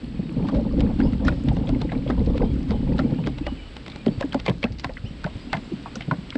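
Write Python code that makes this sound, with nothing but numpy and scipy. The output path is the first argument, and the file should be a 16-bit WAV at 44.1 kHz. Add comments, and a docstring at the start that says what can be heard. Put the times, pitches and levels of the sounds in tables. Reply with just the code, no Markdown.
"""Wavelets lap and churn under the hollow plastic hull of a kayak and make it drone, heard from the bow.
The boat crosses a rippled river; then the rush dies down and single wavelets slap and glug.
The water's voice is trapped air ringing as bubbles, with bursts of noise for the spray.
Behind it lie a soft hiss of breeze, a pulsing insect and thin, far bird whistles."""
import sys
import numpy as np
from scipy import signal
from scipy.fft import rfft, irfft, next_fast_len
from scipy.io import wavfile
from scipy.ndimage import uniform_filter1d

SR = 44100
rng = np.random.default_rng(int(sys.argv[2]) if len(sys.argv) > 2 else 0)


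def bounce(signal):
    """Save signal as a 16-bit WAV file at the path given by the first command-line argument."""
    frames = np.transpose(np.atleast_2d(signal))
    limited = np.clip(frames, -1, 1)
    pcm = np.round(limited * 32767).astype(np.int16)
    wavfile.write(sys.argv[1], SR, pcm)


N = 280917
TIME = np.arange(N) / SR
FFT_SIZE = 2 * next_fast_len(N // 2 + 8192)
FREQ = np.maximum(np.arange(FFT_SIZE // 2 + 1) * SR / FFT_SIZE, 1)
FULL_FLOW_DB = -28

# Steady run of water under the bow. Each row: time in seconds, flow in dB, heave of the hull in dB.
FLOW = [(0, -39.5, -37), (.3, -32, -38.5), (.45, -29.5, -38.5), (.57, -30, -30.5), (1.3, -31.5, -29.5),
        (2, -31.5, -35.5), (2.2, -29.5, -25), (2.6, -31, -28), (2.95, -30, -30), (3.2, -30.5, -45),
        (3.46, -39.5, -29.5), (3.66, -52.5, -39.5), (3.9, -42.5, -44.5), (4.55, -42, -37),
        (5.1, -48.5, -38), (5.8, -42.5, -46), (6.37, -44.5, -43)]
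# Wavelets slapping the bow. Each row: start in seconds, splash in dB, splash pitch in Hz,
# air pocket in dB, pocket pitch in Hz, spray in dB.
SLAPS = [(0.4855, -25, 1230, -23, 1116, -36.5), (0.5473, -35, 1330, -32, 585, -40),
         (0.57, -50, 1290, -32, 640, -49), (0.8046, -35, 2330, -29, 570, -33.5),
         (1.0011, -21.5, 1580, -26.5, 784, -37.5), (1.132, -37, 1940, -43, 950, -41.5),
         (1.249, -31, 1760, -31, 624, -46), (1.281, -12.5, 1430, -25, 633, -28),
         (1.485, -54, 1380, -40, 593, -40.5), (1.567, -44, 1110, -28, 612, -40.5),
         (1.691, -44, 2850, -25.5, 635, -37), (1.815, -37, 1530, -29, 895, -37),
         (1.892, -29, 1930, -47, 595, -73), (1.918, -24.5, 1630, -22, 678, -46),
         (2.0998, -21, 1270, -22, 774, -36), (2.375, -56, 2560, -47, 970, -38.5),
         (2.707, -46, 3140, -27.5, 580, -34.5), (2.9903, -18, 1356, -19.5, 576, -32.5),
         (3.2706, -27, 1550, -22.5, 600, -32.5), (3.3837, -33, 2790, -36, 925, -42.5),
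         (3.4657, -24.5, 1890, -19, 582, -37.5), (3.766, -31, 3040, -39.5, 850, -39.5),
         (3.8624, -47, 3150, -47, 570, -39.5), (3.88, -48, 1950, -35, 815, -37.5),
         (3.959, -37, 2900, -35.5, 860, -39), (4.0622, -31, 1910, -51, 610, -35),
         (4.2086, -32, 1750, -18, 552, -32), (4.2235, -31, 1900, -27.5, 537, -43),
         (4.3229, -26.5, 3170, -53, 1150, -50), (4.3296, -30, 1540, -40, 920, -36),
         (4.3436, -30, 1440, -16.5, 858, -31.5), (4.398, -25.5, 3150, -45, 830, -40),
         (4.4621, -19.5, 2130, -26, 1090, -28.5), (4.4795, -13, 2220, -13.5, 523, -38),
         (4.4955, -31, 2170, -21.5, 570, -30.5), (4.629, -18.5, 2230, -27.5, 587, -35.5),
         (4.6396, -12.5, 2540, -19, 572, -37.5), (4.796, -44, 2050, -60, 670, -43),
         (4.8438, -20.5, 1970, -19.5, 1057, -29), (4.8925, -32, 1850, -26.5, 520, -61),
         (4.969, -25.5, 1900, -56, 580, -61), (5.2413, -20.5, 1500, -29, 900, -36.5),
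         (5.262, -34, 1930, -21.5, 605, -44), (5.5295, -13.5, 1485, -15.5, 810, -27.5),
         (5.5377, -19, 2040, -20, 678, -50), (5.551, -47, 1600, -22, 890, -45),
         (5.569, -31, 1670, -33, 650, -41), (5.858, -30, 1080, -24.5, 935, -68),
         (5.9552, -31, 1435, -31.5, 516, -45), (6.0078, -26.5, 2200, -37, 680, -39.5),
         (6.111, -16.5, 1450, -13.5, 1010, -38), (6.304, -24, 3270, -54, 945, -54),
         (6.3546, -24.5, 1700, -32, 530, -40)]
# Tone curves of the spray and of the open air. Each row: frequency in Hz, gain in dB.
SPRAY_EQ = [(700, 7), (1500, 0), (2500, -0.5), (3800, 0.5), (5000, -7), (6300, -17.5), (8000, -17),
            (10000, -35.5), (13000, -45.5)]
AIR_EQ = [(100, 2.5), (300, 12), (520, 6.5), (720, 1), (1000, -1), (1800, -2), (3000, -1), (4000, -5),
          (5000, -9), (6200, -23), (7000, -22), (7900, -13.5), (8800, -29.5), (10000, -31), (11500, -52)]


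def rush(hull, froth_db=-42.5, froth_growth=1.1):
    """Eddies and bubbles drum on the hull: deep heave, hollow churn and froth swell with each lap."""
    flow_db, heave_db = curves(FLOW)
    lap_churn, lap_froth = laps()
    flutter = undb(0.5 * walk(45))
    bubbling = bubbles(86.3, 1597, cycles=22.3, spread_db=2, count=2100)
    eddies = undb(-7.5) * unit(band(noise(), 13, 1800))
    body = colour(bubbling + eddies, hull)
    churn_gain = np.hypot(undb(flow_db + 2), undb(-0.5) * lap_churn)
    steady_froth = undb(froth_db + froth_growth * (flow_db - FULL_FLOW_DB))
    froth_gain = np.hypot(steady_froth, undb(1.24) * lap_froth)
    lift = uniform_filter1d(churn_gain / undb(flow_db), size=SR // 25) ** 0.99
    heave = even(band(colour(noise(), hull), 28.3, 86.4), span_s=0.2) * undb(heave_db - 2) * lift
    churn = even(band(body, 112.3, 365)) * churn_gain
    froth = even(band(body, 418, 1700)) * froth_gain
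    return heave + flutter * (churn + froth)


def laps(attack_s=0.007, release_s=0.024):
    """Envelopes of churn and froth: each wavelet strikes quickly, runs along the hull and lets go."""
    # Wavelets under the hull. Each row: start in seconds, length in seconds, churn in dB, froth in dB.
    wavelets = [(0.356, 0.11, -24.5, -37.5), (0.516, 0.093, -23.5, -33.5), (0.642, 0.015, -33, -32),
                (0.717, 0.031, -27, -37), (0.762, 0.097, -19, -32.5), (0.88, 0.026, -25, -34.5),
                (0.981, 0.09, -19.5, -32), (1.113, 0.037, -24, -41), (1.194, 0.037, -35, -35),
                (1.23, 0.075, -20.5, -35.5), (1.307, .02, -37, -35.5), (1.466, 0.067, -19.5, -35),
                (1.56, 0.081, -26, -37), (1.667, 0.087, -22, -36.5), (1.803, 0.051, -25, -37),
                (1.924, 0.053, -25.5, -35), (2.056, 0.072, -30.5, -33.5), (2.171, 0.042, -22.5, -31),
                (2.262, 0.043, -23, -30.5), (2.339, 0.017, -29, -32), (2.392, 0.055, -22, -27),
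                (2.49, 0.083, -28.5, -43), (2.696, 0.043, -22.5, -31), (2.778, 0.045, -29, -42),
                (2.862, 0.088, -22, -35.5), (2.983, 0.032, -23, -35), (3.032, 0.03, -22.5, -35),
                (3.09, 0.05, -26, -40), (3.179, 0.016, -22, -37.5), (3.24, 0.048, -24, -42)]
    churn_power, froth_power = np.zeros(N), np.zeros(N)
    t = TIME[:SR // 3]
    for start, length, churn_db, froth_db in wavelets:
        envelope = (1 - np.exp(-(t / attack_s) ** 2)) * np.exp(-np.maximum(t - length, 0) / release_s)
        add(churn_power, start, (undb(churn_db) * envelope) ** 2)
        add(froth_power, start, (undb(froth_db) * envelope) ** 2)
    return np.sqrt(churn_power), np.sqrt(froth_power)


def hull_response():
    """The hollow hull resonates, mostly in the bass: its gain at each of FREQ."""
    # Hull resonances. Each row: frequency in Hz, width in Hz, level in dB.
    modes = [(33, 25, -5), (59.8, 9.2, 0), (99.7, 49, -6.5), (131.1, 31, -0.5), (175, 32, 1),
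             (218.4, 33, 1.5), (262.6, 82, 0.5), (493, 172, -16.5), (844, 240, -24.5), (1530, 280, -55.5)]
    power = sum(undb(db) ** 2 / (1 + ((FREQ - hz ** 2 / FREQ) / width) ** 2) ** 2
                for hz, width, db in modes)
    return np.sqrt(power)


def slaps(lead_s=0.04, rise_s=0.0051, fall_s=0.0027):
    """A wavelet hisses up the bow and closes on it: spray cracks, trapped air rings, bubbles scatter."""
    rings, cracks, fizz = np.zeros(N), np.zeros(N), np.zeros(N)
    t = TIME[:int(0.2 * SR)] - lead_s
    crack = spike(t - 0.001, rise_s=0.0004, fall_s=0.0014)
    foam = undb(-6) * (t > 0) * np.exp(-np.abs(t) / 0.0089)
    flow_db, _ = curves(FLOW)
    for start, splash_db, splash_hz, pocket_db, pocket_hz, spray_db in SLAPS:
        # Strong flow draws the wetting out and softens the crack.
        stretch = 1 + 2.2 * undb(np.interp(start, TIME, flow_db) - FULL_FLOW_DB) ** 2
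        wetting = foam * np.sqrt(stretch) + spike(t, rise_s * stretch, fall_s * stretch)
        add(cracks, start - lead_s, undb(spray_db + 17) / np.sqrt(stretch) * crack * noise(len(t)))
        add(fizz, start - lead_s, undb(spray_db + 2) * wetting * noise(len(t)))
        ping = bubble(splash_hz, cycles=46, glide=0.07, swell=2.4)
        small = cluster(0.762 * splash_hz, 1.614 * splash_hz, 0.0071 * stretch, cycles=23.6, count=6)
        pocket = bubble(pocket_hz, cycles=30, glide=0.039, swell=0.52)
        large = cluster(565, 1248, scatter_s=0.012, cycles=46, count=3)
        add(rings, start, undb(splash_db - 6) * ping)
        add(rings, start, undb(splash_db - 14.5) * small)
        add(rings, start + 0.001075, undb(pocket_db - 1.25) * pocket)
        add(rings, start, undb(pocket_db - 14.5) * large)
    spatter = band(fizz, 410, 6700) * undb(4.8 * walk(500))  # the hiss is made of uneven droplets
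    return bow_panel(rings + colour(cracks + spatter, contour(SPRAY_EQ)))


def bow_panel(strike):
    """The thin plastic wall of the bow rings briefly along with whatever strikes it."""
    # Modes of the wall. Each row: frequency in Hz, width in Hz, level in dB.
    modes = [(1410, 120, -8.5), (2096, 130, -6.5)]
    return strike + sum(undb(db) * signal.lfilter(*signal.iirpeak(hz, hz / width, fs=SR), strike)
                        for hz, width, db in modes)


def gurgle(rise_s=0.0064, fade_s=0.018):
    """The air folded in by a slap breaks up into a short-lived swarm of bubbles, large and small."""
    large_power, small_power = np.zeros(N), np.zeros(N)
    t = TIME[:SR // 4]
    swarm = (1 - np.exp(-(t / rise_s) ** 2)) * np.exp(-t / fade_s)
    for start, splash_db, _, pocket_db, _, _ in SLAPS:
        add(large_power, start, (undb(pocket_db - 14) * swarm) ** 2)
        add(small_power, start, (undb(splash_db - 19) * swarm) ** 2)
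    large = even(bubbles(560, 1100, cycles=28, spread_db=-5.5, count=1100))
    small = even(bubbles(1300, 2600, cycles=45, spread_db=4.5, count=2200))
    return np.sqrt(large_power) * large + np.sqrt(small_power) * small


def glugs(hull, swell_s=0.0075, rise_per_s=1.2, boom_hz=330, large_db=-13.5):
    """Air pockets swell, ring and shed smaller plops; the hull booms on after the large, low ones."""
    # Air pockets under the hull. Each row: start in seconds, level in dB, pitch in Hz.
    pockets = [(0.026, -24, 230), (0.19, -16.5, 187), (.566, -20.5, 561), (.588, -22.5, 570),
               (0.365, -19, 230), (0.533, -22, 496), (.658, -16.5, 209), (.731, -27, 550),
               (1.376, -19, 238), (1.443, -16.5, 250), (1.756, -16.5, 264), (2.096, -12.5, 270),
               (2.195, -15.5, 220), (2.267, -19, 280), (2.349, -22.5, 497), (2.412, -20.5, 475),
               (2.825, -16.5, 250), (2.895, -16.5, 270), (3.044, -15.5, 236), (3.12, -15, 129),
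               (3.22, -21, 137), (3.269, -25.5, 404), (3.466, -28, 315), (3.408, -20, 291),
               (3.519, -20.5, 250), (4.0635, -8.5, 238), (4.065, -13.5, 379), (4.084, -14, 204),
               (4.175, -19, 89), (4.239, -15.5, 280), (4.346, -19, 551), (4.347, -14, 254),
               (4.484, -14, 174), (4.487, -22.5, 410), (4.497, -12.5, 133), (4.641, -13.5, 224),
               (4.703, -20, 98), (4.842, -28.5, 284), (4.854, -22.5, 123), (5.039, -19, 106),
               (5.105, -27, 167), (5.248, -17, 159), (5.353, -22, 107), (5.468, -27, 253),
               (5.542, -19, 154), (5.571, -21, 201), (5.717, -20, 329), (5.732, -19, 205),
               (5.967, -21, 216), (6.078, -16.5, 166), (6.116, -14.5, 145), (6.182, -25, 171),
               (6.354, -15, 264)]
    rings, wash = np.zeros(N), np.zeros(N)
    t = TIME[:int(0.2 * SR)]
    envelope = (t / swell_s * np.exp(1 - t / swell_s)) ** 2
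    for start, db, hz in pockets:
        tone = np.sin(2 * np.pi * hz * t * (1 + rise_per_s * t / 2))
        add(rings, start, undb(db - 1) * envelope * tone)
        plop_hz = np.clip(2.4 * hz, 350, 560)
        plop_db = -27.5 + 4.2 * min(db - large_db, 0)  # small glugs barely plop
        add(rings, start, undb(plop_db) * bubble(plop_hz, cycles=24, glide=0.33, swell=1.6))
        add(rings, start, undb(plop_db + 2.5) * cluster(324, 640, scatter_s=0.0125, cycles=11, count=3))
        boom_gain = undb(db + 7.5) * min(boom_hz / hz, 1) ** 2
        add(wash, start, boom_gain * np.exp(-t / 0.037) * noise(len(t)))
    return rings + band(colour(wash, hull), 91, 970)


def drops(splash_s=0.008):
    """A drop strikes with a tiny splash and leaves a bubble that rings and rises in pitch."""
    # Drops falling beside the bow. Each row: start in seconds, bubble pitch in Hz, level in dB.
    falls = [(1.249, 5370, -36), (1.271, 4900, -38), (1.486, 3540, -29), (1.671, 3350, -34),
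             (1.746, 2120, -34.5), (1.8, 1600, -46), (1.919, 3750, -38), (1.95, 2300, -36),
             (2.076, 3180, -32.5), (2.26, 4270, -35.5), (3.238, 2460, -31), (3.899, 4000, -35),
             (3.918, 3580, -34), (4.079, 3230, -32), (4.225, 1626, -25.5), (4.626, 4800, -42),
             (4.64, 4600, -35), (4.721, 4800, -38.5), (4.785, 4700, -34.5), (4.796, 4900, -31),
             (5.955, 5650, -30), (6.02, 3030, -29.5), (6.324, 2100, -30.5)]
    out = np.zeros(N)
    t = TIME[:SR // 20]
    for start, hz, db in falls:
        splash = unit(band(noise(len(t)), 0.39 * hz, 1.17 * hz)) * np.exp(-t / splash_s)
        add(out, start, undb(db - 7) * splash)
        add(out, start, undb(db - 4) * bubble(hz, cycles=50, glide=0.076, swell=5.6))
    return out


def ripples():
    """Each slap throws droplets that patter back; fine bubbles burst along the waterline with each lap."""
    patter = np.zeros(N)
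    for start, *_, spray_db in SLAPS:
        for lag, pitch, size in rng.random((8, 3)):
            droplet = bubble(1100 * 4.5 ** pitch, cycles=16, glide=0.087, swell=1.2)
            gain = undb(spray_db - 17.5 - 10 * size - 6.8 * lag)
            add(patter, start + 0.013 + 0.06 * lag ** 2, gain * droplet)
    flow_db, _ = curves(FLOW)
    _, lap_froth = laps()
    wetness = np.hypot(undb(-57 + 0.64 * (flow_db - FULL_FLOW_DB)), undb(-21) * lap_froth)
    trickle = wetness * bubbles(1100, 6500, cycles=35, spread_db=3.5, count=1100)
    return colour(patter + trickle, contour(SPRAY_EQ))


def crackle():
    """Fine droplets tick on the bow, more loudly while the water runs fast."""
    flow_db, _ = curves(FLOW)
    ticks = colour(bubbles(2000, 9000, cycles=4.5, spread_db=3, count=130), np.sqrt(contour(SPRAY_EQ)))
    return unit(ticks) * undb(-63 + 0.25 * (flow_db - FULL_FLOW_DB))


def sizzle(fade_s=0.13):
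    """The foam left by heavy spray sizzles on as its tiny bubbles burst."""
    foam = np.zeros(N)
    for start, *_, spray_db in SLAPS:
        add(foam, start, undb(spray_db) ** 4 * np.exp(-TIME[:SR] / fade_s))
    foam_eq = np.sqrt(contour(SPRAY_EQ) * contour(AIR_EQ))
    bursts = unit(band(colour(noise(), foam_eq), 3800, 10500))
    return undb(-58) * np.sqrt(foam / foam.max()) * bursts * undb(2.5 * walk(600))


def air():
    """Soft hiss of open water and breeze."""
    # Fader ride of the hiss. Each row: time in seconds, level in dB between 2 and 5 kHz.
    ride = [(0, -55), (2.5, -54.5), (4.2, -53), (4.7, -58.5), (5.4, -52.5), (6.37, -52)]
    hiss = colour(noise(), contour(AIR_EQ))
    hiss_db, = curves(ride)
    return hiss / np.std(band(hiss, 2000, 5000)) * undb(hiss_db + 0.5 * walk(9))


def insect(hz=4420, width_hz=380, pulse_hz=28):
    """A faint, pulsing trill from the bank that sinks away and comes back."""
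    pulses = 0.5 + 0.5 * sine(pulse_hz * (1 + 0.025 * walk(2.6)))
    trill = unit(pulses * band(noise(), hz - width_hz / 2, hz + width_hz / 2))
    return trill * undb(-62 + np.interp(TIME, [0.9, 1.6, 3.1, 3.8], [-2.5, -14.5, -3.5, -6.5]))


def birds(echo_s=0.031):
    """Thin, wavering whistles, blurred by their way over the water."""
    # Far calls. Each row: start in seconds, length in seconds, first and last pitch in Hz, level in dB.
    whistles = [(0.12, 0.11, 2640, 2450, -50), (1.02, 0.04, 4340, 5270, -44),
                (2.421, 0.11, 3060, 3270, -47), (2.664, 0.18, 3320, 2950, -53),
                (3.088, 0.055, 2190, 2310, -50), (3.133, 0.15, 2650, 3130, -51),
                (1.222, 0.22, 5450, 5200, -59), (4.358, 0.049, 4600, 4680, -49),
                (3.32, .035, 2220, 2200, -41), (3.343, .045, 2430, 2800, -48),
                (3.405, 0.064, 2330, 2680, -47), (3.449, 0.093, 2830, 3023, -40.5),
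                (3.542, .16, 3030, 2960, -47), (3.567, 0.04, 2680, 2310, -43),
                (3.897, 0.135, 2220, 2430, -46), (4.093, 0.073, 4500, 4540, -47),
                (5.048, 0.03, 2360, 3090, -39), (5.043, .04, 4700, 5700, -52),
                (5.394, .04, 4700, 4900, -46), (5.491, 0.04, 2680, 2870, -44),
                (5.503, 0.2, 7250, 7300, -62)]
    calls = np.zeros(N)
    waver = 1 + 0.011 * walk(250)
    for start, length, first_hz, last_hz, db in whistles + chorus():
        progress = np.linspace(0, 1, int(length * SR))
        glide_hz = first_hz + (last_hz - first_hz) * np.sin(np.pi / 2 * progress)
        tone = sine(glide_hz * waver[int(start * SR):][:len(progress)])
        envelope = np.sqrt(np.abs(np.sin(np.pi * progress)))
        add(calls, start, undb(db) * envelope * tone)
    calls *= undb(2.5 * walk(110) - 2)  # the level flickers
    t = TIME[:SR // 2]
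    tail = noise(len(t)) * np.exp(-t / echo_s)
    echo = signal.fftconvolve(calls, tail / np.linalg.norm(tail))[:N]
    return undb(-6) * (calls + echo)


def chorus(lo_hz=2200, hi_hz=4300, db=-57, count=22):
    """Whistle rows for the fainter birds along the banks, each at a random moment and pitch."""
    rows = []
    for when, length, pitch, bend in rng.random((count, 4)):
        hz = lo_hz * (hi_hz / lo_hz) ** pitch
        rows.append((when * (N / SR - 0.3), 0.06 + 0.14 * length, hz, hz * (0.88 + 0.24 * bend), db))
    return rows


def bubble(hz, cycles, glide, swell):
    """Trapped air rings and glides up: it builds over `swell` periods and dies over about `cycles`."""
    t60 = np.clip(cycles / hz, 0.003, 0.15)
    t = TIME[:int(t60 * SR * 1.2)]
    envelope = (1 - np.exp(-(t * hz / swell) ** 2)) * np.exp(-np.log(1000) * t / t60)
    return envelope / envelope.max() * np.sin(2 * np.pi * hz * t * (1 + glide * t / t60 / 2))


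def bubbles(lo_hz, hi_hz, cycles, spread_db, count):
    """A stream of bubbles of random moment, pitch and size."""
    out = np.zeros(N)
    for when, pitch, size, sign in rng.random((count, 4)):
        hz = lo_hz * (hi_hz / lo_hz) ** pitch
        gain = undb(spread_db * min(-np.log(1 - size), 4)) * np.sign(sign - 0.5)
        add(out, when * N / SR, gain * bubble(hz, cycles, glide=0.16, swell=0.37))
    return unit(out)


def cluster(lo_hz, hi_hz, scatter_s, cycles, count):
    """A handful of bubbles born close together, one per size class, with the energy of 10 ms at rms 1."""
    out = np.zeros(N)
    for k, (lag, pitch, sign) in enumerate(rng.random((count, 3))):
        hz = lo_hz * (hi_hz / lo_hz) ** ((k + pitch) / count)
        gain = np.sign(sign - 0.5) * undb(-7 * lag)
        add(out, scatter_s * lag ** 2, gain * bubble(hz, cycles, glide=0.081, swell=0.93))
    out = out[:SR // 8]
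    return out / np.sqrt(np.sum(out ** 2) / (SR // 100))


def undb(db):
    return 10 ** (np.asarray(db) / 20)


def unit(x):
    return x / np.sqrt(np.mean(x ** 2) + 1e-18)


def noise(samples=N):
    return rng.standard_normal(samples)


def sine(hz):
    return np.sin(2 * np.pi * np.cumsum(hz) / SR)


def spike(t, rise_s, fall_s):
    """Envelope that grows and decays exponentially around t = 0."""
    return 1 / (np.exp(-t / rise_s) + np.exp(t / fall_s))


def curves(rows):
    """Each column after a table's time column, as a value per sample."""
    times, *columns = np.transpose(rows)
    return [np.interp(TIME, times, column) for column in columns]


def add(out, start_s, x):
    i = int(np.clip(start_s * SR, 0, N - 1))
    out[i:i + len(x)] += x[:N - i]


def band(x, lo_hz, hi_hz):
    return signal.sosfilt(signal.butter(4, [lo_hz, hi_hz], "band", fs=SR, output="sos"), x)


def colour(x, gain):
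    """Minimum-phase filter with the given gain at each of FREQ."""
    cepstrum = irfft(np.log(gain + 1e-7))
    cepstrum[1:FFT_SIZE // 2] *= 2
    cepstrum[FFT_SIZE // 2 + 1:] = 0
    return irfft(rfft(x, FFT_SIZE) * np.exp(rfft(cepstrum)))[:N]


def contour(points):
    """Gain at each of FREQ from (Hz, dB) points."""
    hz, db = np.transpose(points)
    return undb(np.interp(np.log(FREQ), np.log(hz), db))


def walk(rate_hz):
    """Smooth random drift at rms 1."""
    hold = int(SR / rate_hz)
    steps = np.repeat(noise(N // hold + 1), hold)
    return unit(uniform_filter1d(uniform_filter1d(steps, hold), hold)[:N])


def even(x, span_s=0.042):
    """Unit level with the slow swells ironed out; the fast flutter stays."""
    power = uniform_filter1d(unit(x) ** 2, int(span_s * SR))
    return unit(unit(x) / np.sqrt(power + 0.054))


def scene():
    """Water on the hull up close, air and wildlife behind it, in mono."""
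    hull = hull_response()
    water = rush(hull) + slaps() + gurgle() + glugs(hull) + drops() + ripples() + crackle() + sizzle()
    return (water + air() + insect() + birds())[None]


def record(dry, ceiling=0.66, top_hz=11500):
    """Soft saturation rounds the loudest peaks and a steep low-pass cuts the top."""
    lowpass = signal.ellip(8, 0.2, 70, top_hz, fs=SR, output="sos")
    return signal.sosfilt(lowpass, ceiling * np.tanh(dry / ceiling))


dry = scene()
out = record(dry)
bounce(out)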